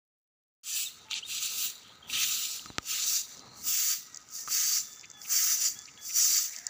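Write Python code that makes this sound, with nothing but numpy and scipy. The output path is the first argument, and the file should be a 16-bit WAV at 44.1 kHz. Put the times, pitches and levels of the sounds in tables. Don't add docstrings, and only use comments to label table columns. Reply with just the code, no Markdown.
import sys
import numpy as np
from scipy import signal
from scipy.fft import rfft, irfft, next_fast_len
from scipy.io import wavfile

SR = 44100
rng = np.random.default_rng(int(sys.argv[2]) if len(sys.argv) > 2 else 0)


def store_pcm(level_fs):
    pcm = np.round(np.clip(level_fs, -1, 1) * 32767).astype(np.int16)
    wavfile.write(sys.argv[1], SR, np.atleast_2d(pcm).T)


N = 295419

# (frequency [Hz], density [dB per Hz])
PORT_COLOUR = [(2000, -6), (2750, 5), (4200, -0.5), (5200, -6), (5850, 2), (6350, 1.5), (6650, -3),
               (7150, 2.5), (7600, -9), (8300, -15.5), (11000, -26), (13900, -27.5), (14600, -12.5),
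               (15500, -7.5)]


def from_db(db):
    return 10 ** (np.asarray(db) / 20)


def rms_one(x):
    return x / np.sqrt(np.mean(x ** 2) + 1e-20)


def in_time(rows):
    s, *columns = np.transpose(rows)
    return [np.interp(np.arange(N) / SR, s, c) for c in columns]


def coloured(x, points):
    size = next_fast_len(N + 4096)
    hz = np.fft.rfftfreq(size, 1 / SR) + 1
    point_hz, point_db = np.array(points).T
    log_gain = np.interp(np.log(hz), np.log(point_hz), np.log(from_db(point_db)))
    cepstrum = irfft(log_gain, size)
    cepstrum[1:size // 2] *= 2
    cepstrum[size // 2 + 1:] = 0
    return irfft(rfft(x, size) * np.exp(rfft(cepstrum)), size)[:N]


def band(x, low_hz, high_hz, order=3):
    return signal.sosfilt(signal.butter(order, [low_hz, high_hz], "band", fs=SR, output="sos"), x)


def zones(x, edges_hz):
    size = next_fast_len(N)
    hz = np.fft.rfftfreq(size, 1 / SR) + 1
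    spectrum = rfft(x, size)
    parts = []
    for low, high in edges_hz:
        skirts = np.sqrt((1 + (low / hz) ** 50) * (1 + (hz / high) ** 50))
        parts.append(rms_one(irfft(spectrum / skirts, size)[:N]))
    return parts


def drift(rate_hz):
    r = np.exp(-80 * np.pi * rate_hz / SR)
    draws = rng.standard_normal(N // 40 + 2002)
    slow = signal.lfilter([1], [1, -2 * r, r * r], draws)[2000:]
    return np.interp(np.arange(N) / 40, np.arange(len(slow)), rms_one(slow))


def ring(clicks, hz, t60):
    r, w = from_db(-60 / (t60 * SR)), 2 * np.pi * hz / SR
    return signal.lfilter([0, np.sin(w)], [1, -2 * r * np.cos(w), r * r], clicks + 1e-18)


def add(out, s, piece):
    i = round(s * SR)
    out[i:i + len(piece)] += piece[:N - i]


def glides(calls, gain_db, half_db, flutter_db, arch_db, rate, blur_hz=0, scoop=1):
    out = np.zeros(N)
    for s, length, first_hz, last_hz, db in calls:
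        t = np.arange(0, length, 1 / SR)
        pitch = last_hz + (first_hz - last_hz) * (1 - t / length) ** scoop
        phase = np.pi * np.cumsum(pitch) / SR
        tone = np.sin(2 * phase) + from_db(half_db) * np.sin(phase) + from_db(-26) * np.sin(4 * phase)
        ends = np.clip(np.minimum(t, length - t) / 0.006, 0, 1)
        arch = (2 * (t / length) ** (scoop ** -0.3) - 1) ** 2
        add(out, s, ends * from_db(db + gain_db - arch_db * arch) * tone)
    blur = drift(blur_hz) if blur_hz else 1
    return out * from_db(flutter_db * drift(rate)) * blur


def layers():
    # (time [s], length [s], effort [dB], weight on bare brick [dB], dust raised [dB])
    pushes = [(0.68, 0.061, -38.5, -8, -6.5), (0.762, 0.067, -34.5, -8, -4.5),
              (1.111, 0.022, -43, 5.5, -16), (1.151, 0.03, -40, 1.5, -18), (1.3, 0.083, -39, -4, -7),
              (1.427, 0.035, -35, -6, -6.5), (1.505, 0.051, -40, -6.5, -6), (1.586, 0.072, -35, -7, -4),
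              (2.102, 0.03, -44, 0, -5.5), (2.135, 0.11, -35, 2.5, -9), (2.207, 0.14, -34.5, -6, -6),
              (2.36, 0.093, -36.5, -7.5, -7), (2.479, 0.084, -38, -13.5, -10),
              (2.895, 0.14, -34.5, -8, -9.5), (3.074, 0.098, -29, -16.5, -10.5),
              (3.68, .25, -30, -13.5, -8.5), (4.522, .25, -28, -18, -12.5), (5.322, .22, -26.5, -18, -12.5),
              (5.615, 0.056, -27.5, -19.5, -15), (6.169, .2, -24, -21, -14.5),
              (6.381, 0.068, -30.5, -21.5, -14.5)]
    # (time [s], length [s], effort [dB], weight [dB], dust [dB])
    drags = [(2.66, 0.023, -53, -15, -15), (3.292, 0.043, -50, -36, -16.5), (3.579, 0.023, -50.5, -20, -14),
             (4.353, 0.055, -38.5, -26, -14), (4.88, 0.052, -54.5, -37, -14),
             (5.229, 0.018, -46, -20, -14.5), (6.055, 0.05, -39, -24, -14),
             (6.53, 0.061, -47.5, -14, -14.5)]
    # (offset [dB], share of weight [dB/dB], share of dust [dB/dB], gain once near [dB], swell [dB/s])
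    answers = [
        (-1.22, 0.012, -0.0038, 0, 7),
        (1.46, 1, 0.042, -1.5, -6),
        (-4, -0.1, 1.32, 5.5, -3.7),
        (3.5, -0.23, 2.02, 16, -13),
        (-2.5, 0.39, -0.055, -17, 21.5),
        (-2.5, 0.004, 0.61, -3.5, -12.5),
        (-22, 0.74, 0.31, 13, 10),
        (-23, 0.92, -0.045, 17, 2.8),
    ]
    # (attack [dB/s], release [dB/s], settling starts below [dB], settling [dB/s], rest level [dB])
    motions = [(314, 263, 18.5, 45.5, -75), (420, 240, 20.5, 30, -73.5), (378, 251, 22, 76, -87),
               (385, 242, 16, 137, -77), (433, 203, 11, 56, -76), (345, 250, 15.5, 88, -82),
               (285, 356, 35, 51, -66.5), (377, 262, 16.5, 22, -69.5)]
    near_s = 4.94
    s, length, effort_db, brick_db, dust_db = np.array([*pushes, *drags]).T[:, :, None]
    length = np.maximum(length, 0.004)
    since = np.arange(0, N + 64, 64) / SR - s
    after = np.maximum(since - length, 0)
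    quick = from_db(1.02 * np.maximum(brick_db + 6.5, 0))
    out = []
    for answer, motion in zip(answers, motions):
        off_db, brick, dust, near_db, swell = answer
        attack, release, drop_db, settle, rest_db = motion
        held = effort_db + off_db + brick * brick_db + dust * dust_db
        held = held + near_db * np.minimum(s / near_s, 1)
        held = held + swell * np.clip(since, 0, length) + attack * quick * np.minimum(since, 0)
        left = from_db(-drop_db - settle * after) * (length / 0.11) ** 0.1
        power = from_db(held) ** 2 * (from_db(-release * quick * after) ** 2 + left ** 2)
        level = 10 * np.log10(power.sum(0) + from_db(rest_db) ** 2)
        out.append(np.interp(np.arange(N) / 64, np.arange(since.shape[1]), level))
    return out


def town():
    # (frequency [Hz], density [dB per Hz])
    town_colour = [(25, -83), (45, -5.5), (90, -1), (260, -2), (370, -8.5), (620, -12), (1100, -8.5),
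                   (1270, 11.5), (1420, 1.5), (2100, 9)]
    # (low edge [Hz], high edge [Hz])
    town_zones = [
        (35, 400),
        (400, 1050),
        (1050, 1550),
        (1550, 2330),
    ]
    # (time [s], level [dB])
    gusts = [(.64, -86), (.74, -74.5), (1.05, -67), (1.94, -67), (2.16, -56.5), (2.44, -70), (2.7, -61),
             (2.9, -67), (3.28, -68), (3.44, -58), (3.64, -61), (3.73, -71), (4.05, -69.5), (4.7, -70),
             (5.49, -68.5), (5.58, -66), (6.3, -71.5), (6.7, -69.5)]
    air = coloured(rng.standard_normal(N), town_colour)
    gust, = in_time(gusts)
    case, slab = layers()[-2:]
    above_calm = gust + 65.5
    levels = [gust, -67.5 + 0.73 * above_calm, case + 0.13 * above_calm, slab]
    return sum(from_db(level + 1.44 * drift(9.1) + 1.87 * drift(22)) * part
               for level, part in zip(levels, zones(air, town_zones)))


def coos():
    # (time [s], length [s], first pitch [Hz], last pitch [Hz], peak [dB])
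    coo_calls = [(.71, 0.1, 1820, 1670, -67), (4.0, 0.23, 1950, 1900, -74.5),
                 (4.38, 0.068, 1840, 1810, -70.5), (.74, .07, 926, 915, -77), (1.05, 0.15, 876, 887, -70),
                 (5.13, 0.22, 812, 828, -75.5), (5.73, 0.09, 780, 803, -79), (6.55, 0.15, 640, 767, -76)]
    return glides(coo_calls, gain_db=11.0, half_db=-28, flutter_db=2.5, arch_db=4, rate=65)


def chatter():
    # (time [s], length [s], first pitch [Hz], last pitch [Hz], peak [dB])
    rough_calls = [(.97, .09, 3820, 3750, -61), (1.76, 0.24, 3940, 3950, -62.5),
                   (1.82, 0.11, 3040, 3360, -58.5), (2.04, 0.066, 3200, 3300, -56.5),
                   (3.3, .33, 3940, 4340, -56.5), (6.4, 0.12, 2030, 1920, -58),
                   (6.56, 0.19, 1966, 1707, -55.5)]
    return glides(rough_calls, gain_db=3.5, half_db=-15, flutter_db=1.0, arch_db=0, rate=17, blur_hz=260)


def whistles():
    # (time [s], length [s], first pitch [Hz], last pitch [Hz], peak [dB])
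    whistle_calls = [(4.77, 0.39, 3540, 3520, -72), (5.13, 0.1, 3475, 3424, -65.5),
                     (5.75, 0.094, 3240, 3430, -65), (5.968, 0.11, 3310, 3404, -67)]
    return glides(whistle_calls, gain_db=13.5, half_db=-8, flutter_db=1.5, arch_db=8, rate=60, scoop=5)


def chirps():
    # (time [s], length [s], first pitch [Hz], last pitch [Hz], peak [dB])
    chirp_calls = [(.855, .035, 3870, 3470, -33), (1.222, .023, 2550, 3500, -32),
                   (1.245, .027, 3650, 3760, -35), (1.71, .045, 3200, 3900, -47),
                   (1.752, .025, 3900, 3750, -47), (2.022, .018, 3150, 3280, -43),
                   (2.675, .045, 4400, 3550, -47), (5.94, .028, 6200, 3500, -57)]
    return glides(chirp_calls, gain_db=-4.5, half_db=-30, flutter_db=2.5, arch_db=9, rate=82)


def chucks():
    # (time [s], peak [dB], pitch [Hz])
    chuck_calls = [(5.0324, -37, 2380), (5.2453, -37.5, 2460), (5.877, -38.5, 2400), (6.093, -36, 2330),
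                   (6.534, -38.5, 2220)]
    out, t = np.zeros(N), np.arange(1800) / SR
    shape = 0.6 * np.exp(-t / 0.002) + np.exp(-((t - 0.011) / 0.008) ** 2)
    for s, db, hz in chuck_calls:
        rough = rng.standard_normal(len(t)) * shape
        note = band(rough, hz * 0.87, hz * 1.2) + 0.25 * band(rough, 3600, 4800, order=2)
        add(out, s, from_db(db - 1.5) * note / abs(note).max())
    return out


def knocks():
    # (time [s], crack peak [dB], case ring, relative [dB], thump, relative [dB])
    finger_hits = [(1.1107, -48.5, 0.5, -47), (1.29, -57, -15, -17), (2.6586, -44.5, 0.5, -26.5),
                   (2.7017, -51, -8, -5), (2.7829, -24, -9.5, -25.5), (4.4755, -46, 6.5, -45),
                   (4.4823, -45, 6.5, -47), (4.5064, -43, -7, -50)]
    crack, case, thump = np.zeros((3, N))
    for s, db, ring_db, thump_db in finger_hits:
        i = round((s + 0.0006) * SR)
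        crack[i] = from_db(db + 29)
        case[i] = from_db(db + ring_db)
        thump[i] = from_db(db + thump_db)
    dull = signal.butter(6, 7400, fs=SR, output="sos")
    out = signal.sosfilt(dull, band(crack, 420, 5500, order=1))
    out = out + from_db(-22) * band(crack, 14200, 15700, order=2)
    out = out - from_db(9.5) * ring(case, 1247, 0.026)
    for gain_db, hz, t60 in [(22.5, 132, 0.011), (20, 300, 0.018), (24.5, 740, 0.0045)]:
        out = out - from_db(gain_db) * ring(thump, hz, t60)
    return out


def creaks():
    # (time [s], length [s], first pitch [Hz], last pitch [Hz], peak [dB])
    grip_creaks = [(3.38, .11, 1220, 1230, -58), (3.5, .13, 1150, 1190, -59), (3.5, .12, 820, 860, -63),
                   (3.41, .1, 420, 240, -64), (3.42, .2, 1700, 1680, -69)]
    return glides(grip_creaks, gain_db=2, half_db=-35, flutter_db=2.5, arch_db=9, rate=40, blur_hz=90)


def snaps():
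    # (time [s], peak [dB], pitch [Hz])
    leaf_snaps = [(1.0839, -43, 2520), (1.112, -27, 6400), (1.1104, -23.5, 3600), (1.1176, -24, 3570),
                  (1.129, -45, 3450), (1.1304, -25, 2850), (1.1394, -21, 3740), (2.098, -28.5, 2980),
                  (2.1296, -40, 3520), (2.5938, -32.5, 3530), (2.6176, -40, 5400), (2.7274, -52, 3840),
                  (2.756, -42, 3990)]
    # (time [s], peak [dB], pitch [Hz])
    grit_falls = [(3.322, -54, 4520), (3.3692, -39, 6270), (3.376, -39, 6000), (3.393, -36, 5500),
                  (4.0084, -39, 6360), (4.145, -28.5, 5900), (4.159, -33, 7100), (4.171, -29.5, 5900),
                  (4.2877, -41, 6140), (4.93, -34, 6000), (4.9596, -38, 7100), (4.995, -35, 5400),
                  (5.0107, -32.5, 6050), (5.0552, -38, 5660), (5.1004, -34, 6000), (5.1135, -35, 6600),
                  (5.216, -30.5, 5900), (5.7887, -29, 5760), (5.8554, -33.5, 5200), (5.975, -42.5, 3480),
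                  (6.0076, -52, 3450), (6.563, -26, 5900), (6.586, -28, 6060), (6.667, -17, 6020)]
    out, t = np.zeros(N), np.arange(500) / SR
    shape = np.minimum(t / 0.0004, 1) * np.exp(-t / 0.0013)
    for s, db, hz in [*leaf_snaps, *grit_falls]:
        burst = rng.standard_normal(len(t)) * shape
        body = band(burst, hz * 0.8, min(hz * 1.25, 7500), order=5)
        body = body + from_db(-22) * band(burst, 14300, 15600, order=2) + from_db(-38) * burst
        add(out, s, from_db(db + 1.5) * body / abs(body).max())
    return out


def broom():
    # (low edge [Hz], high edge [Hz])
    broom_zones = [
        (4600, 7900),
        (2330, 3650),
        (10300, 14000),
        (14000, 16500),
        (3650, 4600),
        (7900, 10300),
    ]
    # (time [s], level [dB])
    leaf_pile = [(.7, -3), (1.5, 2.5), (2.3, 5), (3.0, 5.5), (3.7, -4), (4.6, 1), (5.2, -6), (6.1, -1),
                 (6.6, -1)]
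    levels = layers()[:-2]
    levels[4] = levels[4] + in_time(leaf_pile)[0]
    stroke = levels[0]
    per_s = np.clip(4000 * from_db(0.55 * (stroke + 35.0) + 2.0 * drift(55)), 150, 8000)
    sizes = from_db(3.9 * np.minimum(rng.exponential(1, N), 4)) * rng.choice([-1, 1], N)
    slips = sizes * (rng.random(N) < per_s / SR) / np.sqrt(per_s)
    rub = rms_one(slips) * from_db(-6.5 - 0.14 * (stroke + 30)) + rng.standard_normal(N)
    straws = np.zeros(N)
    for hz in np.geomspace(2300, 8200, 30) * from_db(rng.normal(0, 0.16, 30)):
        straws += from_db(16.5 * np.tanh(drift(8.1))) * rms_one(ring(rub, hz, 0.022)) * np.sqrt(hz)
    contact = coloured(rub + from_db(-9.0) * rms_one(straws), PORT_COLOUR)
    jostle = drift(58.0)
    return sum(from_db(level + 0.13 * jostle + 0.91 * drift(21)) * part
               for level, part in zip(levels, zones(contact, broom_zones)))


def scene():
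    birds = coos() + chatter() + whistles() + chirps() + chucks()
    hand = knocks() + creaks()
    return np.tile(town() + birds + hand + snaps() + broom(), (2, 1))


def roll_off(x):
    return signal.sosfilt(signal.butter(12, 16630, fs=SR, output="sos"), x)


def record(dry):
    opening = np.clip((np.arange(N) / SR - 0.632) / 0.0034, 0, 1)
    idle = from_db(-106) * rms_one(coloured(rng.standard_normal(N), PORT_COLOUR))
    top_cut = signal.ellip(12, 0.5, 55, 15500, fs=SR, output="sos")
    bass_cut = signal.butter(3, 55, "high", fs=SR, output="sos")
    mix = signal.sosfilt(np.vstack([top_cut, bass_cut]), dry * opening + idle)
    return roll_off(mix)


dry = scene()
out = record(dry)
store_pcm(out)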